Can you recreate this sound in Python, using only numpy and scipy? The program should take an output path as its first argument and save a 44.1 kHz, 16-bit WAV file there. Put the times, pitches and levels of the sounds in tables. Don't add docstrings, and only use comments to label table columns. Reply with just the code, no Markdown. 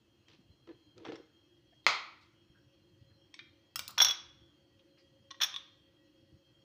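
import sys
import numpy as np
from scipy import signal
from scipy.io import wavfile
from scipy.ndimage import uniform_filter1d

SR = 44100
rng = np.random.default_rng(int(sys.argv[2]) if len(sys.argv) > 2 else 0)


def materialize(psi):
    bounded = np.clip(np.atleast_2d(psi).T, -1, 1)
    quanta = np.round(bounded * 32767).astype(np.int16)
    wavfile.write(sys.argv[1], SR, quanta)


def gain_from_db(level_db):
    decades = np.asarray(level_db, float) / 20
    return 10 ** decades


N = 292812

# [f/Hz, density/dB per Hz]
AIR_SPECTRUM = [(15, -50), (25, -17.5), (86, -2), (189, -9), (324, -9), (414, -12), (542, -11.5),
                (672, -17), (1930, -20.5), (2330, -23.5), (2900, -18.5), (3230, -15), (3500, -23.5),
                (3900, -26.5), (4210, -19), (8050, -35), (15800, -42)]
WHINE_HZ = [1922, 2616, 2810, 2885, 3058, 3257, 3212, 4145, 4339, 4441, 5475, 6060, 6611]
# [width/Hz, early level/dB, late level/dB]
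WHINE_LINES = [(11, -100, -87.5), (30.3, -90, -91.5), (15, -94, -93), (15, -90, -91), (12, -91.5, -95.5),
               (10, -82.5, -80.5), (22, -81, -81.5), (20, -84, -88), (12, -100, -93.5), (12, -96.5, -90),
               (10, -95.5, -92.5), (20, -98.5, -97), (30, -96, -99)]
# [t/s, level/dB]
PIPE_LEVEL = [(0, -95.5), (2.2, -96), (2.6, -83), (3.6, -86.5), (4.4, -83.5), (5.2, -79.5), (6.64, -81.5)]
# [t/s, peak/dB]
BUMPS = [(0.02, -75), (0.33, -68), (0.51, -75), (0.961, -61.5), (1.1, -58), (1.9, -58), (2.251, -72),
         (2.9, -71), (3.028, -61), (3.201, -66), (3.47, -68.5), (3.79, -68), (3.87, -59), (3.98, -62),
         (4.079, -61), (4.22, -71), (4.42, -75), (4.76, -69), (5.12, -68.5), (5.631, -67.5), (6.2, -66),
         (6.35, -60), (6.521, -73)]
# [t/s, peak/dB, f/Hz, width/Hz, t60/s]
HANDLING = [(0.386, -58, 201, 152, 0.11), (0.498, -50.5, 50, 60, 0.11), (1.722, -60, 668, 58.7, 0.097),
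            (1.725, -68.5, 1880, 300, 0.079), (1.843, -55.5, 3870, 1510, 0.033),
            (2.209, -67, 4035, 2158, 0.27), (2.494, -51.5, 130.5, 100.7, 0.069),
            (2.546, -68.5, 1580, 300, 0.27), (3.1, -73.5, 1738, 625, 0.16), (3.886, -52, 1156, 505, 0.18),
            (3.87, -58, 197, 89, 0.18), (4.238, -64, 61.3, 49.4, 0.41), (4.41, -48.5, 90.1, 68.2, 0.066),
            (4.791, -59.5, 3133, 911, 0.062), (4.972, -65.5, 2277, 1490, .15),
            (4.98, -69, 4690, 1200, 0.27)]

TWISTS = [
    (0.284, -42.5, -15, 11.5),
    (0.6725, -54, 17, 10),
    (0.9796, -39.5, -9, 12),
    (1.055, -31.5, -19, 0),
    (1.0727, -46, -17, 18),
    (1.0915, -48, -17, -6),
    (1.1205, -32, -15, -4.5),
    (1.1568, -37.5, -2.5, 17),
]
# [t/s, length/s, rub/dB, jar boom/dB, bright share 0-1]
STROKES = [
    (0.281, 0.071, -59.5, -66.5, 0.9),
    (0.669, 0.043, -57, -46.5, 0),
    (0.96, 0.2, -62.5, -52.5, 0.07),
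    (1.045, 0.052, -45, -43.5, 0.03),
    (1.083, 0.0026, -67, -28, 0.2),
    (1.117, 0.014, -45, -35.5, 0.33),
    (1.144, 0.058, -123, -51.5, 0.7),
]
SLIPS = [(1.0915, -44.5, 8, 0), (1.0553, -43, 4, 1.5), (1.063, -36, 1, -4), (1.0727, -42.5, -3, -4),
         (1.1205, -42, -1.5, -0.5), (1.128, -43.5, -7, 0.5), (1.136, -46, -13, -2), (1.1568, -43.5, 4, 2.5),
         (1.161, -43, -0.5, 3), (0.674, -50, 1, 0), (0.69, -53, 6, -3)]
CLAPS = [
    (1.8658, 1.7, -1.5, .1),
]
TICKS = [
    (3.341, -33, 2.7, 0.00084),
]
TOCKS = [
    (3.391, -32, 3.3, -6),
]
SNAPS = [
    (3.758, -12, -2, 0),
]
KNOCKS = [
    (3.7925, -15, -2, -1.5),
]
FLICKS = [
    (3.8789, -21.5, -0.5, 4),
    (3.907, -32, -5.5, 3.4),
]
RATTLE = [(3.977, -26.5, 1.5, -13.5), (3.9805, -8, -3.5, 1), (3.987, -16, 1, -6), (4.0025, -5.5, 3.7, -3.5),
          (4.008, -10.5, -3, -2), (4.0155, -5, -5.5, -3.5), (4.0185, -5.5, 4, 4.5), (4.027, -20.5, -1, 2),
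          (4.047, -4.5, -4.5, 4.5), (4.053, -15, 2, 2), (4.067, -17, -1.5, -0.5), (4.084, -15.5, 1.5, 2),
          (4.097, -19, 3, -5.5), (4.109, -16.5, 3, 0.5), (4.118, -39, -3.5, -6)]
LIFT = [
    (5.3055, -40, 3.5, -3),
    (5.309, -30, 7.2, 1.5),
    (5.3426, -50, 11, -13),
]
SETTLE = [
    (5.403, -29.5, 4.5, -7),
    (5.4115, -17.5, -4.5, -5),
    (5.4145, -15.5, 2, 2.5),
    (5.419, -10, -3, 2),
    (5.424, -15, -22, 5.5),
    (5.428, -18.5, -12.5, -6),
    (5.433, -11, 2.5, 4.5),
    (5.437, -17, 0.5, 3.5),
    (5.441, -28, 10, -9),
    (5.4455, -24.5, -1, -10.5),
]
CLINKS = [
    (5.523, -44, -3, -1.2),
    (5.5415, -31, 7.5, 0),
    (5.5622, -26, 7, 0.89),
]
# [t/s, loss/dB]
TOUCHES = [
    (3.868, 12),
    (3.994, 4),
    (4.042, 8),
    (4.119, 10),
    (5.329, 9),
    (5.4315, 4),
    (5.449, 13),
]

# [f/Hz, density/dB per Hz]
TWIST_COLOUR = [(150, -32), (450, 2.5), (800, 3), (1800, -3), (3500, -6.5), (6200, -26), (7300, -37.5),
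                (15500, -84)]
# [f/Hz, density/dB per Hz]
CLAP_COLOUR = [(120, -48), (450, -14), (820, -9.5), (1290, 0.5), (1700, -9), (2180, -5), (2900, -10),
               (4200, -5), (5600, -19), (6500, -16), (8200, -33.5), (13000, -42), (15500, -56)]
# [f/Hz, density/dB per Hz]
TICK_COLOUR = [(400, -52), (900, -16.5), (2200, -3.5), (3700, 5), (6300, -7.5), (7200, -28), (15500, -77)]
# [f/Hz, density/dB per Hz]
SNAP_COLOUR = [(240, -58.5), (400, -23.5), (1130, -5), (1320, -2), (2030, -7), (2360, -3.5), (3680, -3),
               (4030, 0), (4840, 0.5), (10400, -12.5), (13500, -10), (15500, -8)]
# [f/Hz, density/dB per Hz]
RATTLE_COLOUR = [(200, -45.5), (500, -27.5), (1000, -13.5), (1800, -11.5), (2800, -10.5), (3450, -3.5),
                 (4200, -12), (5100, -17), (5800, -7), (6500, -16.5), (7300, -38.5), (13000, -34),
                 (15500, -43)]

# [f/Hz, level/dB, t60/s]
JAR = [(300, 1, 0.73), (316, 16, 0.42), (440, -19, 0.065), (511, -12, 0.24), (631, 5, 0.17),
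       (720, -26, 0.19), (1310, 7, 0.042), (1760, -11, 0.039)]
# [f/Hz, level/dB, t60/s]
THREAD = [(1030, 4, .04), (1745, -5, 0.16), (2090, 5, 0.024), (2550, -2.5, 0.04), (3300, -13, .04),
          (3512, -6.5, 0.045), (4400, -1, 0.034), (5450, -3, 0.046), (6000, -9, 0.03)]
# [f/Hz, level/dB, t60/s]
NECK = [(1050, -6, .06), (1745, 0, .11), (3600, -5, .06), (5900, -11, .04), (6200, -13, .04)]
# [f/Hz, level/dB, t60/s]
LID = [(200, -31.5, .15), (560, -15, .04), (900, -11, .03), (1130, -7, .035), (1257, -7, .04),
       (1449, -9, .04), (1650, -10, .03), (1950, -3, .03), (2092, 2, .04), (2225, 0, .045),
       (2525, -8, .035), (3062, -8, .025), (3420, -6, .03), (4050, -4, .02), (4300, -8, .025),
       (4940, -10, .025), (14920, -45, .034)]
# [f/Hz, level/dB, t60/s]
CUTLERY = [(1050, -4, 0.05), (2240, 1.5, 0.096), (3180, -8, 0.16), (3603, -8, 0.089), (4295, -16.5, 0.14),
           (5034, -20.5, 0.099), (5477, 1, 0.062), (6547, -20, 0.18), (8080, -9.5, 0.081),
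           (11180, -28, 0.046)]
# [f/Hz, level/dB, t60/s]
FORK = [(1200, -18, 0.11), (1806, -3.5, 0.066), (2340, 0, 0.07), (2060, -3, .05), (2440, -6.5, 0.19),
        (3240, -10.5, 0.27), (3640, 2.5, 0.066), (4660, -10.5, 0.044), (5590, -12, .04), (8064, -30, .06)]
# [f/Hz, level/dB, t60/s]
HANDLE = [(1350, -5, .04), (1900, -6, .04), (2794, -7, .12), (3273, -3, .08), (4800, -3, .03),
          (5362, -2, .14), (6180, -10, .07), (7000, -9, .03), (7919, -9, .06), (8845, -10, .05),
          (9800, -10, .03), (12470, -18, .08), (13290, -20, .1), (14700, -24, .12)]
# [f/Hz, level/dB, t60/s]
BLADE = [(1453, -8, .08), (2336, -2, .06), (2783, -9, .1), (3268, -9, .09), (3700, 0, .035),
         (4662, 0, .045), (5356, -17, .7), (6212, -10, .08), (6982, -12, .06), (7951, -7, .035),
         (9000, -12, .03), (10580, -20, .06), (12240, -24, .1), (14760, -24, .1)]
# [f/Hz, level/dB, t60/s]
TIP = [(1077, -14, .19), (3600, -3, .025), (4048, 0, .03), (5300, -5, .03), (6400, -10, .03),
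       (7025, -4, .035), (7865, -9, .03), (8489, -12, .04), (9410, -8, .04), (11320, -17, .08),
       (12440, -19, .1), (14700, -19, .055)]
# [f/Hz, level/dB, t60/s]
SPOON = [(1450, -13, .05), (3376, -2, .12), (3407, -4, .12), (3385, -21, 1.7), (3440, -9, .08),
         (3515, -6, .11), (4090, -15, .14), (4880, -20, .06), (5572, -.5, .11), (5560, -33, 1.0),
         (5630, -9, .07), (6035, -11, .07), (6270, -12, .055), (6650, -24, .06), (8110, -34, .13),
         (8990, -29, .08), (9800, -36, .06), (11048, -29, .2), (12800, -28, .045), (14305, -27, .16),
         (14690, -42, .06)]
# [f/Hz, level/dB, t60/s]
BOWL = [(1087, -5, .1), (1000, -9, .04), (1906, -4, .07), (1990, -7, .05), (1500, -11, .03),
        (2885, -8, .05), (3050, -8, .04), (3429, -7, .1), (3558, -1, .08), (4091, -6, .08), (5600, -6, .04),
        (5766, -5, .04), (6200, -7, .04), (8200, -30, .05), (9900, -30, .06), (11250, -36, .03)]
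# [f/Hz, level/dB, t60/s]
HELD = [(1750, -13, .05), (1900, -12, .06), (2500, -13, .06), (3410, 0, .16), (3500, -6, .06),
        (3585, -6, .12), (4140, -12, .1), (4883, -18, .08), (5590, -3, .1), (5900, -9, .05),
        (6223, -14, .06), (8150, -33, .4), (11060, -27, .4), (12800, -34, .12), (14310, -27, .3)]
# [f/Hz, level/dB, t60/s]
RIM = [(1104, -12, .08), (1860, -19, .1), (3413, -6, .2), (3596, 0, .075), (3900, -14, .04),
       (4167, -22, .15), (5658, -19, .08), (8130, -36, .12), (9060, -37, .043), (11040, -38, .12)]
# [f/Hz, t60/s]
ROOM_T60 = [(250, .38), (600, .33), (1100, .44), (2000, .41), (4000, .36), (5600, .32), (7700, .23),
            (11000, .16), (15000, .13)]
# [f/Hz, gain/dB]
MIC_RESPONSE = [(25, -16), (70, 1), (13900, 0.5), (14400, 8.5), (15300, 10), (15700, -17), (16600, -29.5)]

AIR_DB = -68
RUMBLE_DB, DRONE_DB, WHINE_DB = -77.5, -73.5, -1.5
BUMP_S, TOUCH_S = 0.04, 0.004
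GRIP_S, LET_GO_T60_S = 0.0052, 0.104
TILT_HZ = (1100, 7500)
LATE_DB, LATE_STRETCH = -11, 1.75


def unit_rms(x):
    return x / np.sqrt(np.mean(x ** 2) + 1e-20)


def read(points, hz):
    f, value = np.transpose(points)
    return np.interp(np.log(hz + 1), np.log(f + 1), value)


def add(mix, start_s, sound):
    part = mix[round(start_s * SR):][:len(sound)]
    part += sound[:len(part)]


def causal(gain_db):
    log_gain = np.log(gain_from_db(np.maximum(gain_db, gain_db.max() - 84.5)))
    mirrored = np.r_[log_gain, log_gain[-2:0:-1]]
    spectrum = np.exp(np.conj(signal.hilbert(mirrored)))
    return np.fft.ifft(spectrum).real[:len(gain_db)]


def fuzzy(hz, width_hz, size=N):
    r = np.exp(-np.pi * width_hz / SR)
    noise = rng.standard_normal((size, 2)) @ [1, 1j]
    slow = signal.lfilter([1], [1, -2 * r, r * r], noise)
    carrier = np.exp(2j * np.pi * hz * np.arange(size) / SR)
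    return unit_rms((slow * carrier).real)


def air():
    frames = N // 256 + 5
    hz = np.fft.rfftfreq(1024, 1 / SR)
    real, imag, patches = rng.standard_normal((frames, 513, 3)).T
    patches = uniform_filter1d(patches, 10, 0)
    patches = unit_rms(uniform_filter1d(patches, 14, 1))
    z = (real + 1j * imag) * gain_from_db(read(AIR_SPECTRUM, hz)[:, None] + 1.5 * patches)
    tone = signal.istft(z, nperseg=1024, noverlap=768)[1][:N]
    return gain_from_db(AIR_DB - 7) * unit_rms(tone)


def appliance():
    t = np.arange(N) / SR
    waver = uniform_filter1d(rng.standard_normal((len(WHINE_LINES) + 3, N // 100 + 1)), 90, 1)
    waver = uniform_filter1d(np.repeat(unit_rms(waver), 100, 1)[:, :N], 1500, 1)
    casing_high, casing_low, load = waver[-3:]

    level = gain_from_db(RUMBLE_DB)
    for s, db in BUMPS:
        level = level + gain_from_db(db - 6.0) * np.exp(-((t - s) / BUMP_S) ** 2)
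    flutter = unit_rms(load - uniform_filter1d(load, 6000))
    level = level * gain_from_db(2.5 * np.tanh(load) + 2.6 * flutter)
    out = level * (fuzzy(115, 80) + 0.35 * fuzzy(215, 42))

    drone = gain_from_db(4.0 * np.tanh(casing_low) - 4.0) * fuzzy(300, 24)
    drone += gain_from_db(3.0 * np.tanh(casing_high) - 3.0) * fuzzy(340, 36)
    out += gain_from_db(DRONE_DB) * drone
    out += gain_from_db(np.interp(t, *np.transpose(PIPE_LEVEL)) + 4.0) * fuzzy(544, 19)
    for hz, (width_hz, early_db, late_db), wobble in zip(WHINE_HZ, WHINE_LINES, waver):
        level_db = np.linspace(early_db, late_db, N) + WHINE_DB + 3.0 * wobble
        out += gain_from_db(level_db) * fuzzy(hz, width_hz)
    return out


def kitchen(x):
    taps = np.zeros((3, SR))
    at = np.arange(100, SR - 20, 20) + rng.integers(0, 20, (3, (SR - 101) // 20))
    np.put_along_axis(taps, at, rng.choice([-1., 1.], at.shape), 1)
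    hz, t, z = signal.stft(taps, SR, nperseg=256)
    fall_db = -60 * t / read(ROOM_T60, hz)[:, None]
    decay = gain_from_db(fall_db) + gain_from_db(LATE_DB + fall_db / LATE_STRETCH)
    tail = signal.istft(z * decay, SR, nperseg=256)[1]
    turn = np.arange(N) / SR * 31 + np.arange(3)[:, None] * np.pi / 3
    fed = x * np.cos(turn) * np.sqrt(2 / 3)
    return signal.fftconvolve(fed, tail / np.linalg.norm(tail[0]), axes=1)[:, :N].sum(0)


def handling():
    out, t = np.zeros(N), np.arange(SR // 3) / SR
    for s, db, hz, width_hz, t60_s in HANDLING:
        envelope = gain_from_db(db - 60 * t / t60_s) * (1 - np.exp(-t / 0.0036))
        add(out, s, envelope * fuzzy(hz, width_hz, size=len(t)))
    return out


def blows(rows, colour, modes, scatter_db, t60_s, free, click=0.46, chatter_db=3.0, lean=1.0, others=(),
          contact_s=0.00034, last_s=0.25):
    cracks, rings = np.zeros((2, N))
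    hz, t = np.fft.rfftfreq(4096, 1 / SR), np.arange(round(SR * last_s)) / SR
    for (s, db, ring_db, tilt), struck in zip(rows, list(others) + [modes] * len(rows)):
        burst = rng.standard_normal(len(t)) * gain_from_db(-60 * t / t60_s)
        burst[0] = click * np.linalg.norm(burst)
        colour_db = read(colour, hz) + tilt * np.log2(np.clip(hz, *TILT_HZ) / 3000)
        crack = signal.fftconvolve(burst, causal(colour_db))[:len(t)]

        mode_hz, mode_db, mode_t60_s = np.transpose(struck)[:, :, None]
        spot, phase, detune = rng.standard_normal((3, len(struck), 1))
        level_db = mode_db + scatter_db * spot - 60 * t / (free * mode_t60_s)
        level_db += lean * tilt * np.log2(np.clip(mode_hz, 2200, 6000) / 3000)
        cycles = mode_hz * (s + (1 + 0.0008 * detune) * t) + 0.12 * phase
        ring = (gain_from_db(level_db) * np.sin(2 * np.pi * cycles)).sum(0)
        ring *= 1 - np.exp(-(t / contact_s) ** 2)
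        ring *= np.minimum((last_s - t) / 0.05, 1)
        chatter = uniform_filter1d(uniform_filter1d(rng.standard_normal(len(t)), 45), 45)
        ring *= gain_from_db(chatter_db * unit_rms(chatter))
        for at_s, loss_db in TOUCHES:
            if at_s > s:
                ring *= gain_from_db(-loss_db * np.clip((s + t - at_s) / TOUCH_S, 0, 1))

        add(cracks, s, gain_from_db(db - 8.5) * crack / abs(crack).max())
        add(rings, s, gain_from_db(db - 10.0 + ring_db) * ring / abs(ring).max())
    return np.array([cracks, rings])


def hidden_cutlery():
    return blows(TICKS + TOCKS, TICK_COLOUR, CUTLERY, scatter_db=0.5, t60_s=0.024, free=0.62, click=0.35,
                 chatter_db=0.9, others=[CUTLERY, FORK], contact_s=0.0006)


def lid_rubbing():
    rubs, booms = np.zeros((2, N))
    hz, t = np.fft.rfftfreq(4096, 1 / SR), np.arange(SR // 3) / SR
    octaves = np.log2(np.clip(hz, 100, 5000) / 2000)
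    for s, length_s, rub_db, boom_db, bright in STROKES:
        lumps = unit_rms(uniform_filter1d(rng.standard_normal(len(t)), 90))
        grit = rng.standard_normal(len(t)) * gain_from_db(4.5 * lumps)
        dull, sharp = (unit_rms(signal.fftconvolve(grit, causal(read(TWIST_COLOUR, hz) + tilt * octaves))[:len(t)])
                       for tilt in (0.5, 9))
        force = np.minimum(t / GRIP_S, 1) * gain_from_db(-60 * np.maximum(t - length_s, 0) / LET_GO_T60_S)
        rub = np.sqrt(1 - bright) * dull + np.sqrt(bright) * sharp
        add(rubs, s, gain_from_db(rub_db - 9.5) * force * rub)
        boom = fuzzy(330, 48, size=len(t)) + 0.9 * fuzzy(450, 110, size=len(t))
        add(booms, s, gain_from_db(boom_db - 7.0) * force * unit_rms(boom))
    return np.array([rubs, booms])


def lid_twist():
    cracks_rings = blows(TWISTS, TWIST_COLOUR, JAR, scatter_db=3.5, t60_s=0.02, free=0.7, click=0.7)
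    return cracks_rings + lid_rubbing()


def thread_slips():
    return blows(SLIPS, TWIST_COLOUR, THREAD, scatter_db=4.0, t60_s=0.022, free=0.9, click=0.25, lean=2.0,
                 last_s=0.12, others=[NECK])


def lid_clap():
    return blows(CLAPS, CLAP_COLOUR, LID, scatter_db=0.1, t60_s=0.012, free=0.75, click=5.0, chatter_db=0.6)


def spoon_ends():
    return blows(SNAPS + KNOCKS + FLICKS, SNAP_COLOUR, TIP, scatter_db=0.5, t60_s=0.018, free=0.55, click=0.4,
                 chatter_db=2.0, others=[HANDLE, BLADE])


def spoon_rattle():
    return blows(RATTLE, RATTLE_COLOUR, SPOON, scatter_db=1.2, t60_s=0.018, free=0.66, click=0.3,
                 chatter_db=2.1, lean=2.2, last_s=0.55)


def spoon_lift():
    return blows(LIFT, TICK_COLOUR, BOWL, scatter_db=0.8, t60_s=0.025, free=0.65, click=0.1, chatter_db=3.5,
                 contact_s=0.0015)


def spoon_settle():
    return blows(SETTLE, RATTLE_COLOUR, HELD, scatter_db=1.2, t60_s=0.025, free=0.5, click=0.2,
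                 chatter_db=2.2, lean=1.6)


def rim_clinks():
    return blows(CLINKS, RATTLE_COLOUR, RIM, scatter_db=0.5, t60_s=0.02, free=0.6, click=0.5, chatter_db=0.4)


def scene():
    # source, room send/dB of [crack, ring]; rings are beamed, so walls hear less of them
    sources = [(lid_twist(), [-10.5, -14]), (thread_slips(), [-9, -12]), (lid_clap(), [0.3, -11.5]),
               (hidden_cutlery(), [-7.5, -11]), (spoon_ends(), [-7.5, -12]), (spoon_lift(), [-8.5, -14]),
               (spoon_rattle(), [-10, -12]), (spoon_settle(), [-9, -15]), (rim_clinks(), [-8.5, -11])]
    faint = handling()
    near = sum(sound.sum(0) for sound, send_db in sources) + faint
    sent = sum(gain_from_db(send_db) @ sound for sound, send_db in sources) + gain_from_db(-13.0) * faint
    return (near + kitchen(sent) + air() + appliance())[None]


def top_cut(x):
    return signal.sosfilt(signal.butter(12, 16640, fs=SR, output="sos"), x)


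def record(dry):
    response = causal(read(MIC_RESPONSE, np.fft.rfftfreq(4096, 1 / SR)))
    heard = signal.oaconvolve(dry, response[None])[:, :N]
    return top_cut(heard)


dry = scene()
out = record(dry)
materialize(out)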